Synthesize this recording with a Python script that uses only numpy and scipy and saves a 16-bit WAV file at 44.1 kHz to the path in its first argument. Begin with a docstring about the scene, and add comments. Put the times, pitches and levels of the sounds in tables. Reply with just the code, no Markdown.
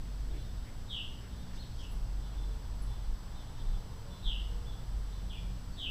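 """A quiet porch wrapped in plastic sheeting. A bird in the yard repeats a falling whistle, a gliding tone smeared by
reflections from trees and walls; others chirp further off in small arched tones. Narrow bands of noise make a faint
ringing that comes and goes. A dog brushes the sheet in short crackling noise bursts, and two thin metallic tinks
ring out in two modes. Below lie a distant engine, a drone that surges three times, resonant traffic rumble,
soft buffets of air, outdoor hush, a bright wide hiss and a thin electronic whine."""
import sys
import numpy as np
from scipy import signal
from scipy.fft import rfft, irfft
from scipy.io import wavfile

SR = 44100
rng = np.random.default_rng(int(sys.argv[2]) if len(sys.argv) > 2 else 0)


def store_wav(level_fs):
    """Save 16-bit WAV to argv[1]."""
    pcm = np.round(np.clip(np.atleast_2d(level_fs), -1, 1) * 32767)
    wavfile.write(sys.argv[1], SR, pcm.T.astype(np.int16))


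N = 260190
TIME = np.arange(N) / SR  # seconds
FREQ = np.maximum(np.arange(N // 2 + 1) * SR / N, 1)  # Hz


def undb(db):
    """Decibels to gain."""
    return 10 ** (np.asarray(db) / 20)


def unit(x):
    """Scale to rms 1."""
    return x / np.sqrt(np.mean(x ** 2))


def noise(gain):
    """Unit noise with the given gain at each frequency."""
    spectrum = rfft(rng.standard_normal(N))
    return unit(irfft(spectrum * gain, N))


def resonance(hz, width):
    """Gain of a band-pass applied twice; the width in Hz is that of a single pass."""
    detuning = (FREQ / hz - hz / FREQ) * hz / width
    return 1 / (1 + detuning ** 2)


def colour(points):
    """Gain at each frequency from (Hz, dB) points, joined along log frequency."""
    hz, db = np.transpose(points)
    return undb(np.interp(np.log(FREQ), np.log(hz), db))


def walk(rate):
    """Smooth random wandering, spread 1, mostly slower than the rate in Hz."""
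    return noise(np.exp(-np.minimum(FREQ / rate, 20) ** 2))


def sine(hz):
    """Unit sine that follows a pitch curve from a random phase."""
    cycles = np.cumsum(hz * np.ones(N)) / SR
    return np.sqrt(2) * np.sin(2 * np.pi * (cycles + rng.random()))


def swell(centre, length):
    """A smooth rise and fall around its centre."""
    return np.cos(np.pi * np.clip((TIME - centre) / length, -.5, .5)) ** 2


def hold(start, end, attack_s, release_s):
    """Rise from 0 to 1, hold, and fall back to 0 by the end."""
    rise = (TIME - start) / attack_s
    fall = (end - TIME) / release_s
    return np.clip(np.minimum(rise, fall), 0, 1)


def scatter(x, t60, direct, early_s, early):
    """Direct sound, a dense cluster of reflections that peaks after early_s, and a diffuse tail."""
    t = TIME[:SR]
    near = unit(rng.standard_normal(SR) * t * np.exp(-t / early_s))
    tail = unit(rng.standard_normal(SR) * undb(-60 * t / t60))
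    response = (early * near + tail) / np.sqrt(SR)
    response[0] += direct
    return signal.fftconvolve(x, response / np.linalg.norm(response))[:N]


# Surges of the distant engine. Each row: start in seconds, end in seconds, level in dB before the flutter.
SURGES = [(-.1, .74, -39), (1.623, 3.35, -39), (4.156, 5.798, -38.5)]
SURGE_ATTACK_S, SURGE_RELEASE_S = 0.206, 0.264
SURGE_HZ, SURGE_SAG = 45.7, .14  # pitch at full effort, share lost off the throttle
HUM_HZ, HUM_DB = 47.5, -50.5  # the hum that stays between surges, before its waver and flutter


def engine():
    """A low wavering hum; in each surge a drone rises in pitch and level, holds and sags again."""
    out = sine(HUM_HZ * (1 + 0.047 * walk(8.4))) * undb(HUM_DB)
    for start, end, db in SURGES:
        effort = hold(start, end, SURGE_ATTACK_S, SURGE_RELEASE_S)
        pitch = SURGE_HZ * (1 - SURGE_SAG * (1 - effort) + 0.0402 * walk(8.94))
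        out += sine(pitch) * effort * undb(db)
    flutter_db = 1.8 * walk(8)
    return out * undb(flutter_db)


# Resonances of the traffic rumble. Each row: centre in Hz, width in Hz, relative gain in dB.
RUMBLE = [(56, 7, -1.5), (70, 21.4, -1), (112.2, 14.3, -1), (133, 48, -20), (178.9, 15.3, -6.5),
          (240.7, 5.9, -8), (290.6, 15.6, -17.5), (438.6, 10.5, -19.5)]
RUMBLE_DB = -48.5  # all resonances together
# Faint far tones. Each row: centre in seconds, length in seconds, mean pitch in Hz, level in dB at the peak.
FAR_TONES = [(2.523, 0.26, 444, -61.5), (3.97, 0.52, 457, -64), (4.096, .14, 570, -59.5),
             (4.597, 0.53, 477, -61)]
# A far vehicle passes: nearest moment, time from there until its power has halved, level of its tyres when nearest
PASS_S, PASS_HALF_S, TYRES_DB = 3.68, 1.87, -62.5


def traffic():
    """Resonant noise for a boomy rumble, a noise band for passing tyres, and a few wavering far tones."""
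    modes = sum(undb(db) * resonance(hz, width) for hz, width, db in RUMBLE)
    rumble = noise(modes) * undb(RUMBLE_DB)
    distance = np.hypot(1, (TIME - PASS_S) / PASS_HALF_S)  # 1 when nearest
    wash = noise(resonance(910, 535)) * undb(TYRES_DB) / distance
    tones = np.zeros(N)
    for centre, length, hz, db in FAR_TONES:
        tones += sine(hz * (1 + 0.0099 * walk(26))) * swell(centre, length) * undb(db)
    return rumble + wash + tones


# Colour of the outdoor air. Each row: frequency in Hz, relative density in dB per Hz.
AIR = [(14, 6), (25, 6), (36, -11), (60, -2.5), (130, -12.5), (330, -24), (600, -27), (1100, -32),
       (1600, -32.5), (2400, -39), (3300, -35), (4000, -37.5), (4900, -34.5), (6100, -40), (6900, -47.5),
       (9500, -51.5)]
AIR_DB = -42.5  # the whole hush
# Buffets of air. Each row: centre in seconds, length in seconds, mean pitch in Hz, level in dB at the peak.
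BUFFETS = [(2.016, 0.31, 29, -35), (3.1, 0.18, 27.98, -32), (3.709, 0.32, 29.1, -30),
           (4.283, 0.078, 29, -29)]


def air():
    """Steady outdoor hush, with slow pressure swings when a breath of wind arrives."""
    low_cut = np.minimum(FREQ / 12, 1) ** 2
    hush = noise(colour(AIR) * low_cut) * undb(AIR_DB)
    buffets = np.zeros(N)
    for centre, length, hz, db in BUFFETS:
        buffets += sine(hz * (1 + 0.132 * walk(16.9))) * swell(centre, length) * undb(db)
    return hush + buffets


# Partials of the far ringing. Each row: frequency in Hz, relative gain in dB.
SHIMMER_MODES = [(2810, -40), (3030, -4), (3125, -4.5), (3310, -5.5), (3475, 3), (3670, 1.5), (4030, 0)]
# Bursts of the ringing. Each row: start in seconds, level in dB at the end of the attack.
SHIMMERS = [(.27, -63), (1.28, -66), (2.2, -63), (2.82, -66), (3.3, -64.5), (3.549, -66), (4.07, -64.5),
            (4.68, -66), (5.07, -64)]
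SHIMMER_ATTACK_S, SHIMMER_T60_S = .06, 1.7


def shimmer():
    """A cluster of narrow noise-like partials far away is set ringing again and again and fades each time."""
    ring = noise(sum(undb(db) * resonance(hz, 22) for hz, db in SHIMMER_MODES))
    gain = np.zeros(N)
    for start, db in SHIMMERS:
        age = np.maximum(TIME - start, 0)
        attack = np.minimum(age / SHIMMER_ATTACK_S, 1)
        fade_db = -60 * np.maximum(age - SHIMMER_ATTACK_S, 0) / SHIMMER_T60_S
        gain += attack * undb(db + fade_db)
    return ring * gain


# Brushes against the sheet. Each row: centre in seconds, length in seconds, band centre in Hz, level in dB.
RUSTLES = [(0.345, 0.18, 330, -54), (0.363, .15, 2170, -64), (.675, 0.1, 1990, -59.5),
           (1.25, .11, 1870, -64.5), (1.535, .11, 2000, -62), (1.56, .07, 4700, -60.5),
           (1.81, 0.19, 5150, -63.5), (2.342, 0.089, 2550, -66)]
RUSTLE_WIDTH = 0.59  # bandwidth as a share of the band centre


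def sheet():
    """Each brush lets many tiny creases slip at once: a noise band with a fast random crackle."""
    out = np.zeros(N)
    creases = unit(undb(2.5 * walk(260)))
    for centre, length, hz, db in RUSTLES:
        band = noise(resonance(hz, RUSTLE_WIDTH * hz))
        out += band * creases * swell(centre, length) * undb(db)
    return scatter(out, t60=0.14, direct=3.1, early_s=0.02, early=0.78)


# Falling whistles. Each row: start in seconds, length in seconds, starting pitch in Hz before the trill, level in dB.
WHISTLES = [(0.871, 0.12, 3970, -38), (1.757, .09, 3893, -53.5), (4.215, 0.12, 4020, -39.5),
            (5.288, .045, 3820, -48.5), (5.76, 0.12, 3915, -37)]
# Every whistle falls fast, then flattens: share of its pitch that it loses, and the bend of the fall
SLUR_FALL, SLUR_BEND = .295, 1.4
SLUR_ATTACK, SLUR_RELEASE = 0.45, 0.068  # shares of the length
SLUR_OCTAVE_DB = -29  # octave against the main tone at the start; it fades along the whistle
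# Small arched chirps. Each row: start in seconds, length in seconds, top pitch in Hz before the waver,
# share of pitch lost at both ends, level in dB at the middle.
CHIRPS = [(1.566, 0.081, 4300, 0.44, -54.5), (2.373, .056, 3500, 0, -59), (3.589, 0.036, 3650, .1, -61),
          (4.656, 0.061, 3490, 0.08, -55.5), (5.319, 0.065, 3430, .14, -52),
          (5.358, 0.046, 2425, .06, -57.5), (5.722, 0.039, 4560, .1, -60)]
YARD_T60_S, YARD_EARLY_S = .6, .021


def birds():
    """Trilled falling whistles arrive mostly by reflection; the small chirps come more directly."""
    whistles, chirps = np.zeros(N), np.zeros(N)
    trill_rate = 130 * (1 + .15 * walk(60))  # Hz
    trill = 1 + .042 * sine(trill_rate) + .01 * walk(300)
    for start, length, hz, db in WHISTLES:
        left = np.clip(1 - (TIME - start) / length, 0, 1)  # share still to come
        pitch = hz * (1 - SLUR_FALL * (1 - left ** SLUR_BEND)) * trill
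        gain = undb(db) * hold(start, start + length, SLUR_ATTACK * length, SLUR_RELEASE * length)
        octave = undb(SLUR_OCTAVE_DB) * left * sine(2 * pitch)
        whistles += (sine(pitch) + octave) * gain
    for start, length, hz, fall, db in CHIRPS:
        u = np.clip(2 * (TIME - start) / length - 1, -1, 1)  # -1 to 1 along the chirp
        pitch = hz * (1 - fall * u ** 2 + .018 * walk(172))
        chirps += sine(pitch) * undb(db) * np.sqrt(1 - u ** 2)
    return (scatter(whistles, t60=YARD_T60_S, direct=0.34, early_s=YARD_EARLY_S, early=0.86)
            + scatter(chirps, t60=YARD_T60_S, direct=1.0, early_s=YARD_EARLY_S, early=.7))


# Touches of the metal. Each row: start in seconds, lower mode in dB, upper mode in dB, both before the ring's envelope.
TINKS = [(1.912, -59, -61), (2.819, -55, -68)]
# Mean pitch of the lower and the upper mode in Hz.
TINK_HZ = [10120, 13400]


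def tinks():
    """A small piece of metal is touched and rings in two high, slightly unsteady modes."""
    out = np.zeros(N)
    for start, *levels in TINKS:
        age = np.maximum(TIME - start, 0)
        ring = (1 - np.exp(-age / 0.0013)) * undb(-60 * age / 0.091)  # quick onset, 91 ms decay to -60 dB
        for hz, db in zip(TINK_HZ, levels):
            out += ring * undb(db) * sine(hz * (1 + 0.0057 * walk(300)))
    return scatter(out, t60=.35, direct=1.2, early_s=0.0079, early=0.38)


def scene():
    """Everything reaches both channels alike."""
    mix = engine() + traffic() + air() + shimmer() + sheet() + birds() + tinks()
    return np.tile(mix, (2, 1))


# Colour of the wide hiss. Each row: frequency in Hz, relative density in dB per Hz.
HISS = [(500, -8), (2500, -13.5), (5000, -0.5), (8000, 4.5), (11000, 0), (15000, 0)]
HISS_DB = -68  # each channel, before the top is cut
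WHINE_HZ, WHINE_DB = 7870, -71  # mean level; it wavers by about half a dB
TOP_HZ = 15300  # cutoff


def record(dry):
    """A shared thin whine and a bright hiss that differs between the channels are added, then the top is steeply cut."""
    hiss = np.array([noise(colour(HISS)), noise(colour(HISS))]) * undb(HISS_DB)
    whine = sine(WHINE_HZ) * undb(WHINE_DB + .5 * walk(8.9))
    low_pass = signal.ellip(12, .1, 80, TOP_HZ, fs=SR, output="sos")
    return signal.sosfilt(low_pass, dry + hiss + whine)


dry = scene()
out = record(dry)
store_wav(out)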